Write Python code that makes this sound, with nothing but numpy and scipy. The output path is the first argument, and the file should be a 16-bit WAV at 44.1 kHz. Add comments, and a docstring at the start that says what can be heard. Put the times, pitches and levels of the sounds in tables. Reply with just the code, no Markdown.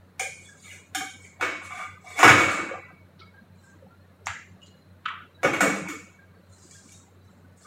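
"""A fan hums in a bare, echoing room; then a steel basin of water is tapped, slid, jiggled and knocked on a metal trolley.
Shaped bursts of grit make the blows, and fading sine tones make the ringing steel, plops, bubbles and booms.
A washcloth rustles in gloved hands as a crackle of tiny grains; wet gloves tick at small pitches.
A plastic bottle snaps in narrow bands of noise and springs back with a rising rasp; faint high chirps waver.
A noise suppressor holds the steady noise down."""
import sys
import numpy as np
from scipy import signal
from scipy.fft import rfft, irfft
from scipy.io import wavfile
from scipy.ndimage import uniform_filter1d

SR = 44100
rng = np.random.default_rng(int(sys.argv[2]) if len(sys.argv) > 2 else 0)


def output_pcm(signal):
    """Save a mono or channel-first signal as 16-bit PCM at the path in sys.argv[1].

    Samples are clipped to [-1, 1] before scaling.
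    """
    pcm = np.clip(np.atleast_2d(signal).T, -1, 1) * 32767
    wavfile.write(sys.argv[1], SR, np.round(pcm).astype(np.int16))


N = 338179
TIME = np.arange(N) / SR
BLOW_SIZE = 8192  # samples in one short sound
BLOW_S = 0.028  # a blow's level is its energy spread over this time
CUTOFF_HZ = 15800  # nothing much is left above this


def from_db(db):
    """Turns decibels into a plain factor for the wave's size."""
    return 10 ** (np.asarray(db) / 20)


def rms_one(x):
    """Scales a sound to an average (RMS) size of 1."""
    return x / np.sqrt(np.mean(x ** 2) + 1e-20)


def energy_one(x):
    """Scales a sound to a total energy of 1."""
    return x / np.sqrt(np.sum(x ** 2) + 1e-20)


def at_hz(points, hz):
    """Reads a table on a log-frequency axis."""
    known_hz, values = np.transpose(points)
    return np.interp(np.log(np.maximum(hz, 1)), np.log(known_hz), values)


def below(x, edge, order):
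    """Near 1 under the edge, one half on it, near 0 over it; a higher order is steeper."""
    return 1 / (1 + (x / edge) ** order)


def peak(hz, centre_hz, width_hz, level_db):
    """Power of one resonance with steep skirts."""
    detuning = (hz ** 2 - centre_hz ** 2) / (hz * width_hz + 1)
    return from_db(level_db) ** 2 / (1 + detuning ** 2) ** 2


def response(gain):
    """The impulse response with this gain at each frequency, made to start at once (minimum phase)."""
    cepstrum = irfft(np.log(gain + 1e-6))
    cepstrum[1:len(gain) - 1] *= 2
    cepstrum[len(gain):] = 0
    return irfft(np.exp(rfft(cepstrum)))


def coloured(x, gain):
    """Filters a sound so that each frequency gets its own gain."""
    return signal.oaconvolve(x, response(gain))[:len(x)]


def blow_axes():
    """Seconds and frequencies of one short blow."""
    return np.arange(BLOW_SIZE) / SR, np.fft.rfftfreq(BLOW_SIZE, 1 / SR)


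def add(out, s, level_db, sound):
    """Places a blow; its level is that of its energy spread over BLOW_S."""
    at = round(s * SR)
    blow = from_db(level_db) * np.sqrt(BLOW_S * SR) * energy_one(sound)
    out[at:at + len(sound)] += blow[:N - at]


def strokes(middle_s, level_db, half_s):
    """Gain of a movement that swells and fades."""
    return from_db(level_db) * np.exp(-((TIME - middle_s) / half_s) ** 2 / 2)


def grit(count, spread_db):
    """Dense tiny contacts whose size changes every 32 samples."""
    sizes_db = spread_db * np.repeat(rng.standard_normal(count // 32 + 1), 32)[:count]
    return rms_one(rng.standard_normal(count) * from_db(sizes_db))


def contact(t, chatter_s, click_db, grip_s):
    """A first click, then a chatter that builds as the surfaces meet and dies away."""
    fade = np.exp(-t / max(chatter_s, .001))  # never shorter than 1 ms
    force = energy_one(grit(BLOW_SIZE, spread_db=5) * (1 - np.exp(-t / grip_s)) * fade)
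    force[0] += from_db(click_db)
    return force


def touch_gain(hz, hollow_db, edge_db):
    """A heavy touch adds body; a hard one holds back everything under the bright edge."""
    hollow = hollow_db * below(hz, edge=630, order=4)
    return from_db(hollow - edge_db * below(hz, edge=4700, order=4))


def thicket(hz, start_hz, width_hz, between_db, count):
    """Many narrow modes of uneven strength crowd the treble; returns a gain of mean power 1."""
    draws = rng.random((count, 2))
    centres = start_hz + (CUTOFF_HZ - start_hz) * (np.arange(count) + draws[:, 0]) / count
    power = sum((0.15 + size) ** 2 / (1 + (2 * (hz - centre) / width_hz) ** 2)
                for centre, size in zip(centres, draws[:, 1]))
    power = power / power[(hz > start_hz) & (hz < CUTOFF_HZ)].mean()
    between = from_db(between_db) ** 2  # fills the gaps between modes
    return np.sqrt(np.where(hz > start_hz, (power + between) / (1 + between), 1))


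def sheet(hz):
    """Every touch lands elsewhere on the thin steel and favours other treble modes."""
    return thicket(hz, start_hz=2400, width_hz=22, between_db=-5, count=120)


# fan hum lines: (f/Hz, level/dB as RMS)
HUM_LINES = [(91.5, -49), (95.8, -56.5), (150.7, -59), (184, -55)]
# colour of the moving room air: (f/Hz, level/dB)
AIR_COLOUR = [(25, -28.5), (64, -25), (78, -23.5), (96, -5.5), (119, -12), (188, -8), (313, -15.5),
              (567, -16.5), (722, -22), (1490, -23), (3400, -36.5), (4100, -32), (4800, -42.5),
              (15500, -45.5)]
AIR_DB = -49


def fan(waver_hz=.6):
    """Beating, slowly wandering hum lines over the noise of moving air."""
    _, hz = blow_axes()
    out = from_db(AIR_DB) * rms_one(coloured(rng.standard_normal(N), from_db(at_hz(AIR_COLOUR, hz))))
    for line_hz, line_db in HUM_LINES:
        wander = np.interp(TIME, np.linspace(0, TIME[-1], 60), rng.standard_normal(60))
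        phase = 2 * np.pi * np.cumsum(line_hz + waver_hz * wander) / SR
        out += from_db(line_db) * np.sqrt(2) * np.sin(phase)
    return out


# wall modes of the water-damped basin, each with one more wave round the rim: (f/Hz, width/Hz, level/dB)
WALL_MODES = [(295, 60, -1.5), (761, 62, 9.5), (1190, 120, -0.5), (1580, 240, 1)]
# the rim's main resonance, a single row: (f/Hz, width/Hz, level/dB before the touch's own rim level)
RIM_RESONANCE = (2240, 290, 3.5)
# broad treble of thin steel: (f/Hz, width/Hz, level/dB)
STEEL_SHEEN = [(3400, 1000, -10.5), (7100, 5200, -11.5), (12600, 7600, -27)]


def basin_gain(hz, place, rim_db, between_db=-10.0):
    """A wall mode stays quiet when touched near one of its nodes; the tray fills in between the modes."""
    wall = sum(peak(hz, *mode) * (np.cos((k + 1) * place) ** 2 + .01)
               for k, mode in enumerate(WALL_MODES))
    rim = peak(hz, *RIM_RESONANCE) * from_db(rim_db) ** 2
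    tray = peak(hz, centre_hz=1440, width_hz=1100, level_db=between_db)
    sheen = sum(peak(hz, *mode) for mode in STEEL_SHEEN)
    return np.sqrt(wall + rim + tray + sheen)


# light taps on the basin: (t/s, level/dB, bright edge/dB, place round the rim/rad, rim mode/dB)
BASIN_TAPS = [(0.195, -26.5, -2.5, 1.58, 2), (.948, -26, -3, 0, -4.5), (1.005, -33.5, -16.5, 0, -12.5),
              (1.246, -51, -14.5, 0, 15.5), (5.533, -30.5, -0.5, 0.42, 10.5), (5.872, -38, -17, 0.18, 28)]
TAP_CHATTER_S, TAP_HOLLOW_DB = 0.0042, -6.5


def taps():
    """Light touches wake mostly the basin's own modes."""
    out, (t, hz) = np.zeros(N), blow_axes()
    for s, level_db, edge_db, place, rim_db in BASIN_TAPS:
        gain = basin_gain(hz, place, rim_db) * sheet(hz) * touch_gain(hz, TAP_HOLLOW_DB, edge_db)
        add(out, s, level_db, coloured(contact(t, TAP_CHATTER_S, click_db=-10.0, grip_s=0.0019), gain))
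    return out


# the rim's cluster of close modes, set off by taps and knocks: (f/Hz, level/dB, T60/s)
RIM_MODES = [(2239, -1, 0.79), (2230, 1, 0.8), (2269, -4, 0.9)]
# long ringing modes of the steel, set off by knocks: (f/Hz, level/dB, T60/s)
STEEL_MODES = [(299, -1, .6), (495, -10, 0.54), (547, -7, 1), (1065, -8.5, 0.88), (1044, -5.5, .8),
               (1258, -7.5, 0.72), (1340, -9, 1), (1483, -10.5, 0.88), (1635, -7, 0.97), (2000, -12.5, .8),
               (2490, -1.5, .8), (2653, -6.5, 1), (3700, -16, .6), (3692, -21.5, 0.53), (3950, -17.5, 1),
               (4830, -24, 1), (5160, -22, .5), (6600, -23, 0.36), (6829, -18, 0.64), (7380, -21.5, .5)]


def ringing(rows, modes, ring_db):
    """Contacts feed each steel mode; energies add up and die away, and swaying water bends the pitch."""
    out, at = np.zeros(N), [round(row[0] * SR) for row in rows]
    levels_db = np.array(rows)[:, 1]
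    for hz, mode_db, t60 in modes:
        fed = np.zeros(N)
        fed[at] = from_db(levels_db + mode_db + ring_db + rng.standard_normal(len(at))) ** 2
        kept = from_db(-60 / (t60 * SR)) ** 2  # share of the energy left after one sample
        energy = signal.lfilter([1], [1, -kept], fed + 1e-18)
        sway_hz = 6 * np.interp(TIME, np.linspace(0, TIME[-1], 130), rng.standard_normal(130))
        out += np.sqrt(energy) * np.sin(2 * np.pi * np.cumsum(hz + sway_hz) / SR)
    return out


# the larger plops of the water: (t/s, level/dB, f/Hz at the start)
WATER_PLOPS = [(.212, -39, 489), (.265, -46.5, 552), (0.972, -39, 285), (1.445, -37.5, 320),
               (2.155, -49.5, 470), (2.188, -36.5, 305), (2.262, -21, 303.3), (2.370, -25, 320),
               (2.590, -30.5, 321), (2.625, -41.5, 200), (2.712, -34, 500), (2.738, -42.5, 682),
               (3.823, -49.5, 504), (5.443, -22.5, 529), (5.495, -27, 310), (5.628, -33, 515),
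               (5.626, -20, 290), (5.655, -26.5, 503), (5.675, -28.5, 190), (5.795, -44, 530),
               (5.810, -39.5, 175), (5.892, -34, 295)]
PLOP_CYCLES = 25  # cycles of the starting pitch until a plop has died away
DROP_S, DROP_DB, DROP_PITCH = 0.04, -11.5, 1.5  # the smaller drop: delay, level change, pitch ratio


def water(rise=0.21):
    """A pocket of air rings briefly and rises in pitch; a smaller drop follows it."""
    out, (t, _) = np.zeros(N), blow_axes()
    drops = [(s + DROP_S, level_db + DROP_DB, pitch_hz * DROP_PITCH)
             for s, level_db, pitch_hz in WATER_PLOPS]
    for s, level_db, pitch_hz in list(WATER_PLOPS) + drops:
        t60 = PLOP_CYCLES / pitch_hz
        tone = np.sin(2 * np.pi * pitch_hz * t * (1 + rise * t / t60 / 2))
        add(out, s, level_db, tone * from_db(-60 * t / t60) * (1 - np.exp(-t / 0.0035)))
    return out


CRACKLES_PER_S, CRACKLE_T60_S, CRACKLE_SPREAD_DB = 1300, .022, 4.5


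def crackle(count=8000):
    """Random grains, each with its own size and pitch."""
    out, t = np.zeros(N + SR), TIME[:SR // 40]
    draws = rng.random((count, 3))
    times = np.cumsum(-np.log(1 - draws[:, 0])) / CRACKLES_PER_S  # random gaps
    for s, (_, size, pitch) in zip(times, draws):
        if s < TIME[-1]:
            at, hz = round(s * SR), 1000 + pitch * (CUTOFF_HZ - 1000)
            grain_db = -CRACKLE_SPREAD_DB * np.log(.03 + size) - 60 * t / CRACKLE_T60_S
            out[at:at + len(t)] += np.sin(2 * np.pi * hz * t) * from_db(grain_db)
    return rms_one(out[:N])


# strokes of cloth and gloves: (middle t/s, level/dB, half length/s)
CLOTH_STROKES = [(0.439, -57.5, 0.053), (0.66, -51.5, 0.055), (1.24, -57.5, 0.036), (1.648, -45.5, 0.014),
                 (1.77, -51, 0.041), (2.10, -50.5, 0.048), (2.41, -36, 0.01), (2.522, -41, 0.026),
                 (3.636, -62.5, 0.05), (6.69, -50, 0.13), (6.919, -48.5, 0.033), (7.303, -62.5, 0.062),
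                 (7.643, -50.5, 0.053)]
# colour of rubbed cloth: (f/Hz, level/dB)
CLOTH_COLOUR = [(300, -29.5), (1200, -13.5), (2300, -2.5), (3200, -7), (4100, 2), (5300, -2.5), (7600, 6.5),
                (10500, -9.5), (15500, -17.5)]
HAZE_DB = -1.5  # the hiss between the grains, against the crackle


def cloth():
    """Fibres and gloves catch and slip in an irregular bright crackle over a soft hiss."""
    _, hz = blow_axes()
    friction = crackle() + from_db(HAZE_DB) * grit(N, spread_db=9.5)
    rustle = rms_one(coloured(friction, from_db(at_hz(CLOTH_COLOUR, hz))))
    return sum(strokes(*rub) for rub in CLOTH_STROKES) * rustle


# small pitched ticks: wet gloves, a light tap's rim ring at 1.245 s, the bottle's snap at 4.62 s: (t/s,
# level/dB, f/Hz)
PITCHED_TICKS = [(0.456, -57, 3410), (0.488, -48.5, 1630), (.597, -65, 3880), (.642, -55.5, 1270),
                 (.652, -52, 2230), (.678, -48.5, 2044), (.680, -63, 3340), (0.696, -52.5, 2860),
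                 (1.245, -51, 2245), (3.210, -51, 1315), (3.216, -54, 2216), (4.616, -55, 2884),
                 (4.630, -62.5, 6990), (4.662, -60, 4120), (6.349, -68, 4440), (6.631, -63, 4830),
                 (6.703, -58, 1840), (6.706, -64, 2320), (6.723, -63, 3330), (6.885, -62, 2295),
                 (6.941, -60.5, 3764)]
TICK_T60_S, TICK_RISE_S = 0.032, .003


def ticks():
    """A tick is a brief soft squeak at a pitch of its own."""
    out, (t, _) = np.zeros(N), blow_axes()
    for s, level_db, pitch_hz in PITCHED_TICKS:
        shape = from_db(-60 * t / TICK_T60_S) * (1 - np.exp(-t / TICK_RISE_S))
        add(out, s, level_db, np.sin(2 * np.pi * pitch_hz * t) * shape)
    return out


# steel sliding on the tray:
# (middle t/s, level/dB, half length/s, hollow body/dB, bright edge/dB, place round the rim/rad)
TRAY_SLIDES = [(0.708, -45.5, 0.042, -41, -1.5, 1.55), (1.71, -41, .018, -13.5, -8.5, 0.81),
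               (1.796, -43, 0.042, -9, -10.5, 0.06), (2.09, -52.5, .03, -9, -9.5, .75),
               (2.2, -29, 0.022, -2, -3.5, 0.5)]


def sliding(slips_per_s=100):
    """Dragged steel sticks and slips in uneven little clicks that ring the basin."""
    out, (_, hz) = np.zeros(N), blow_axes()
    for s, level_db, half_s, hollow_db, edge_db, place in TRAY_SLIDES:
        slips = (rng.random(N) < slips_per_s / SR) * rng.choice([-1, 1], N) * rng.uniform(0.57, 1, N)
        scrape = slips + 0.019 * rng.standard_normal(N)
        gain = basin_gain(hz, place, rim_db=3.0, between_db=-11.5) * sheet(hz)
        gain = gain * touch_gain(hz, hollow_db, edge_db)
        out += strokes(s, level_db, half_s) * rms_one(coloured(scrape, gain))
    return out


# the basin jiggles on the tray in small scuffing knocks: (t/s, level/dB, favoured f/Hz)
SMALL_KNOCKS = [(1.398, -40.5, 715), (1.648, -47, 1180), (1.707, -37.5, 1230), (1.712, -41, 2220),
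                (1.737, -41.5, 725), (1.752, -37.5, 1560), (1.776, -41.5, 2080), (1.791, -32.5, 1260),
                (1.797, -42.5, 715), (1.825, -38, 1440), (1.845, -44.5, 2010), (1.875, -47, 1520),
                (1.970, -52, 1210), (2.044, -47.5, 715), (2.064, -45, 1030), (2.070, -45, 2200),
                (2.103, -43, 900), (2.114, -45.5, 2010), (2.135, -48.5, 3460), (2.153, -39.5, 2203),
                (2.162, -36, 880), (2.196, -27.5, 745), (2.520, -30, 1230), (2.718, -37.5, 1260),
                (2.754, -49, 1100), (2.822, -45.5, 1900), (2.885, -50, 1470), (2.903, -53, 750),
                (5.915, -43.5, 1350), (7.607, -53, 1520), (7.65, -46.5, 1300)]
# modes that a small knock wakes: (f/Hz, level/dB, T60/s), with pitch and level varied a little each time
SMALL_KNOCK_MODES = [(726, 2.5, .11), (837.4, -8.5, 0.024), (1030, -6.5, 0.26), (1090, -0.5, .06),
                     (1204, 3, .12), (1290, -6.5, .06), (1450, -2.5, .07), (1520, 0.5, .11),
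                     (1880, -8, 0.084), (2010, -0.5, .14), (2200, -1, .07), (2250, 2.5, .16),
                     (2410, -11, 0.048), (2805, -6, .14), (3460, -6.5, .14)]
JIGGLE_REACH = 0.15  # half width of the favoured region, as a share of its pitch
JIGGLE_OTHERS_DB = -15  # level of the other modes


def jiggling(scatter_db=-1.0):
    """Each small knock scuffs briefly, lands elsewhere on the base and favours other modes."""
    out, (t, _) = np.zeros(N), blow_axes()
    for s, level_db, favoured_hz in SMALL_KNOCKS:
        sound = 0
        draws = rng.standard_normal((len(SMALL_KNOCK_MODES), 2))
        for (mode_hz, mode_db, t60), (loud, sharp) in zip(SMALL_KNOCK_MODES, draws):
            share = below(abs(mode_hz / favoured_hz - 1), JIGGLE_REACH, order=4) + from_db(JIGGLE_OTHERS_DB)
            fade = from_db(mode_db + scatter_db * loud - 60 * t / t60)
            tone = np.sin(2 * np.pi * mode_hz * (1 + .006 * sharp) * t)
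            sound = sound + share * np.sign(sharp) * fade * tone
        scuff = contact(t, chatter_s=.012, click_db=-4, grip_s=.003)
        add(out, s, level_db, signal.oaconvolve(sound, scuff)[:BLOW_SIZE])
    return out


# the basin is knocked or set down on the tray: (t/s, first touch level/dB, landing level/dB,
# first rock level/dB, thump/dB, hollow body/dB, bright edge/dB, chatter of the landing/s)
BASIN_KNOCKS = [(1.411, -25.5, -22.5, -35.5, -17, 1, -6.5, 0.02),
                (2.190, -24, -21, -33.5, -27.5, -2, 0, 0.032),
                (2.230, -10.5, -11, -23, -11.5, 8.5, -5.5, 0.029),
                (2.278, -12.5, -14, -17, 6, -4, -4.5, 0.016),
                (5.432, -25, -19, -25.5, -4.5, 9.5, -4.5, 0.01),
                (5.607, -17.5, -24, -47.5, -6, 4.5, 2.5, 0.11),
                (5.885, -38.5, -39.5, -50.5, -6.5, -9, 9.5, 0.014)]
LANDING_S = .015  # the full weight lands this long after the first touch
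# the first touch is short and thin beside the landing
TOUCH_CHATTER_S, TOUCH_HOLLOW_DB, TOUCH_EDGE_DB = 0.0046, -10.5, 3.5
# then the basin rocks, weaker and duller each time
ROCK_S, ROCK_LOSS_DB, ROCK_CHATTER_S, ROCK_DULLING_DB = .103, 6.5, 0.036, 4
ROCK_THUMP_DB = -1.5  # a rock thumps a little less


def knock_blows():
    """The basin touches with one edge, lands, then rocks; rows of s, level, thump, hollow, edge, chatter."""
    blows = []
    for s, touch_db, landing_db, rock_db, thump_db, hollow_db, edge_db, chatter_s in BASIN_KNOCKS:
        blows.append((s, touch_db, thump_db, hollow_db + TOUCH_HOLLOW_DB,
                      edge_db + TOUCH_EDGE_DB, TOUCH_CHATTER_S))
        blows.append((s + LANDING_S, landing_db, thump_db, hollow_db, edge_db, chatter_s))
        for k in range(4):
            blows.append((s + (k + 1) * ROCK_S, rock_db - k * ROCK_LOSS_DB, thump_db + ROCK_THUMP_DB,
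                          hollow_db, edge_db - k * ROCK_DULLING_DB, ROCK_CHATTER_S))
    return blows


# colour of a knock on the loaded tray: (f/Hz, level/dB)
TRAY_COLOUR = [(66, -35), (94, -7), (122, -10.5), (160, -12.5), (300, -2.5), (400, -9), (500, -4),
               (680, -3.5), (870, -7.5), (1200, 3), (2300, -6), (3000, -13.5), (4400, -23.5), (7200, -19),
               (10000, -31), (15500, -36.5)]


def knocks():
    """Heavy blows shake the basin and the whole tray."""
    out, (t, hz) = np.zeros(N), blow_axes()
    for s, level_db, thump_db, hollow_db, edge_db, chatter_s in knock_blows():
        body = from_db(at_hz(TRAY_COLOUR, hz) + thump_db * below(hz, edge=220, order=6))
        force = contact(t, chatter_s, click_db=-2.5, grip_s=0.00052)
        add(out, s, level_db, coloured(force, body * sheet(hz) * touch_gain(hz, hollow_db, edge_db)))
    return out


# the water sloshes after a jolt:
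# (t/s, first bubbles' level/dB, fall/(dB per s), length/s, lowest f/Hz, highest starting f/Hz)
WATER_SLOSHES = [(2.239, -25.5, 54, .5, 285.6, 2000), (5.619, -33, 93.5, 0.25, 303, 2000)]
BUBBLE_T60_S, BUBBLE_SPREAD_DB = .05, 3.5
BUBBLE_RISE = 0.064  # share of the pitch gained while a bubble rings


def sloshing(count=26):
    """Small bubbles ring at random moments and pitches, weaker as the water settles."""
    out, (t, _) = np.zeros(N), blow_axes()
    for s, level_db, fall_db, length_s, low_hz, high_hz in WATER_SLOSHES:
        for when, size, loud in rng.random((count, 3)):
            delay, pitch_hz = when * length_s, low_hz * (high_hz / low_hz) ** size
            tone = np.sin(2 * np.pi * pitch_hz * t * (1 + BUBBLE_RISE * t / BUBBLE_T60_S / 2))
            bubble = tone * from_db(-60 * t / BUBBLE_T60_S) * (1 - np.exp(-t / 0.0018))
            bubble_db = level_db - fall_db * delay + BUBBLE_SPREAD_DB * (2 * loud - 1)
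            add(out, s + delay, bubble_db, bubble)
    return out


# the trolley's shelf booms under the heaviest blows: (t/s, level/dB, f/Hz, T60/s)
SHELF_BOOMS = [(2.248, -28, 117, 0.17), (2.294, -24, 123.5, 0.21), (2.300, -28.5, 99.2, 0.56),
               (4.288, -40, 93.6, 0.31), (5.448, -33.5, 118, 0.1), (5.616, -30, 199, 0.19)]


def booms(swell_s=0.0082):
    """The thin shelf swings slowly in its lowest modes."""
    out, t = np.zeros(N), TIME[:SR // 2]
    for s, level_db, hz, t60 in SHELF_BOOMS:
        shape = (1 - np.exp(-t / swell_s)) * from_db(-60 * t / t60)
        add(out, s, level_db, np.sin(2 * np.pi * hz * t) * shape)
    return out


# clicks of the plastic bottle:
# (t/s, level/dB, lowest f/Hz, highest f/Hz, cavity f/Hz, hiss/dB, scrape/s)
BOTTLE_SNAPS = [(3.194, -53, 1540, 5200, 4000, -28, 0.016), (3.206, -57, 1800, 5474, 4600, -47, .014),
                (4.259, -45.5, 5100, 7550, 6100, -11, .003), (4.269, -29.5, 668, 2275, 2130, -11, .0008),
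                (4.276, -41.5, 1210, 5240, 2300, -22, 0.0018), (4.282, -38.5, 868, 3400, 1486, -24, 0.0024),
                (4.294, -38, 890, 3477, 2000, -12.5, 0.0071), (4.619, -58, 2630, 5000, 2900, 1, .025),
                (4.662, -57.5, 3900, 4900, 4200, 0.5, 0.02), (5.055, -39, 1210, 3260, 1380, -34, 0.0033),
                (5.058, -25.5, 1040, 3559, 1340, -31.5, 0.0023), (5.068, -47, 1400, 3250, 2140, -27, 0.016),
                (5.083, -31.5, 1093, 2920, 1310, -27, 0.0065)]
CAVITY_DB = 10.5


def bottle():
    """A plastic snap is a click and a brief scrape in one band, with a cavity peak and a thin hiss on top."""
    out, (t, hz) = np.zeros(N), blow_axes()
    shell = np.sqrt(peak(hz, centre_hz=6800, width_hz=2500, level_db=0)
                    + peak(hz, centre_hz=3100, width_hz=1800, level_db=0))
    for s, level_db, low_hz, high_hz, cavity_hz, hiss_db, scrape_s in BOTTLE_SNAPS:
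        band = (1 - below(hz, low_hz, order=12)) * below(hz, high_hz, order=9)
        cavity = from_db(CAVITY_DB * below(np.abs(hz / cavity_hz - 1), edge=.12, order=2))
        force = contact(t, scrape_s, click_db=-5, grip_s=0.0036)
        add(out, s, level_db, coloured(force, band * cavity + from_db(hiss_db) * shell))
    return out


# faint chirps in two registers: (t/s, level/dB, f/Hz)
FAINT_CHIRPS = [(3.339, -53.5, 1610), (3.373, -55.5, 1620), (3.583, -65, 4050), (3.635, -55.5, 1600),
                (3.655, -68, 4050), (3.691, -56, 1600), (3.904, -57.5, 1380), (4.006, -69.5, 4180),
                (4.764, -63, 4080), (4.812, -64, 4080), (5.343, -62, 3920), (5.385, -56, 1630),
                (6.186, -54.5, 1600), (6.325, -59, 1590), (6.435, -65.5, 4110), (6.534, -60, 1510),
                (6.532, -62, 4090), (6.745, -55, 1600), (7.207, -64, 3960), (7.373, -58, 1510)]


def chirps(length_s=0.008, waver=0.0084):
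    """Short, soft, slightly unsteady tones."""
    out, (t, _) = np.zeros(N), blow_axes()
    for s, level_db, pitch_hz in FAINT_CHIRPS:
        drift = rms_one(uniform_filter1d(rng.standard_normal(BLOW_SIZE), size=200))
        pitch = pitch_hz * (1 + waver * drift)
        add(out, s, level_db, np.sin(2 * np.pi * np.cumsum(pitch) / SR) * t * np.exp(-t / length_s))
    return out


# the squeezed bottle springs back with a rising hollow rasp:
# (t/s, level/dB, first f/Hz, last f/Hz, width/Hz, length/s)
BOTTLE_RASPS = [(4.284, -34.5, 1350, 2207, 635, 0.15), (5.10, -35.5, 1180, 1450, 480, .13)]


def spring_back(fade_db=-10):
    """The dent creeps out of the bottle and its resonance climbs as it fades."""
    out, (t, hz) = np.zeros(N), blow_axes()
    for s, level_db, first_hz, last_hz, width_hz, length_s in BOTTLE_RASPS:
        pitch = np.interp(t, [0, length_s], [first_hz, last_hz])
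        rasp = coloured(grit(BLOW_SIZE, spread_db=3.5), below(hz, width_hz / 2, order=3))
        shape = from_db(fade_db * t / length_s) * below(t, length_s, order=12)
        add(out, s, level_db, rasp * np.sin(2 * np.pi * np.cumsum(pitch) / SR) * shape)
    return out


# how long the room's echo lasts in each band: (f/Hz, T60/s)
ECHO_TIMES = [(100, 1), (300, 0.45), (1000, 0.28), (2500, 0.55), (7000, 0.59), (15000, 0.27)]


def room(x, direct_db, early_db=7.5, early_s=0.0056):
    """The direct sound, strong early reflections off hard walls, and a tail that dies by band."""
    t, hz = TIME[:SR], np.fft.rfftfreq(SR, 1 / SR)
    white, tail = rfft(grit(SR, spread_db=0.5)), 0
    for k, (_, t60) in enumerate(ECHO_TIMES):
        share = at_hz([(row[0], j == k) for j, row in enumerate(ECHO_TIMES)], hz)
        tail = tail + irfft(white * share, SR) * from_db(-60 * t / t60)
    early = from_db(early_db * np.exp(-t / early_s))
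    echo = energy_one(tail * early * (1 - np.exp(-t / 0.0015)))
    echo[0] += from_db(direct_db)
    return signal.oaconvolve(x, energy_one(echo))[:N]


SUPPRESS_DB = -10  # the deepest cut
SUPPRESS_OVER_DB = 10  # this far over the floor, the cut is half released


def suppressor(x):
    """Turns down what stays near its frequency's floor: tails end early, faint rustles turn grainy."""
    _, _, z = signal.stft(x, nperseg=1024, noverlap=768)
    power = uniform_filter1d(np.abs(z) ** 2, size=3, axis=-1)
    floor = np.percentile(power, 15, axis=-1, keepdims=True) + 1e-20
    shut = below(power / floor, from_db(SUPPRESS_OVER_DB) ** 2, order=3)
    quieter = z * (1 - shut * (1 - from_db(SUPPRESS_DB)))
    return signal.istft(quieter, nperseg=1024, noverlap=768)[1][..., :N]


def scene():
    """Three groups get room echo with their own share of direct sound; ringing, booms and fan are added as is."""
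    steel = ringing(knock_blows(), STEEL_MODES, ring_db=-17.5)
    steel = steel + ringing(knock_blows(), RIM_MODES, ring_db=-12.0)
    steel = steel + ringing(BASIN_TAPS, RIM_MODES, ring_db=-15.0)
    # mostly heard by way of the walls
    trolley = room(knocks() + taps() + sliding() + cloth() + ticks(), direct_db=-8.0)
    held = room(bottle(), direct_db=2) + room(spring_back(), direct_db=2.5)
    small = room(water() + sloshing() + chirps() + jiggling(), direct_db=-1.5)
    return (trolley + held + small + steel + booms() + fan())[None]


def record(dry):
    """Steady noise is suppressed, peaks are clipped at full scale and the top is cut."""
    clipped = np.clip(suppressor(dry), -1, 1)
    top_cut = signal.ellip(10, .2, 70, CUTOFF_HZ, fs=SR, output="sos")
    return signal.sosfilt(top_cut, clipped)


dry = scene()
out = record(dry)
output_pcm(out)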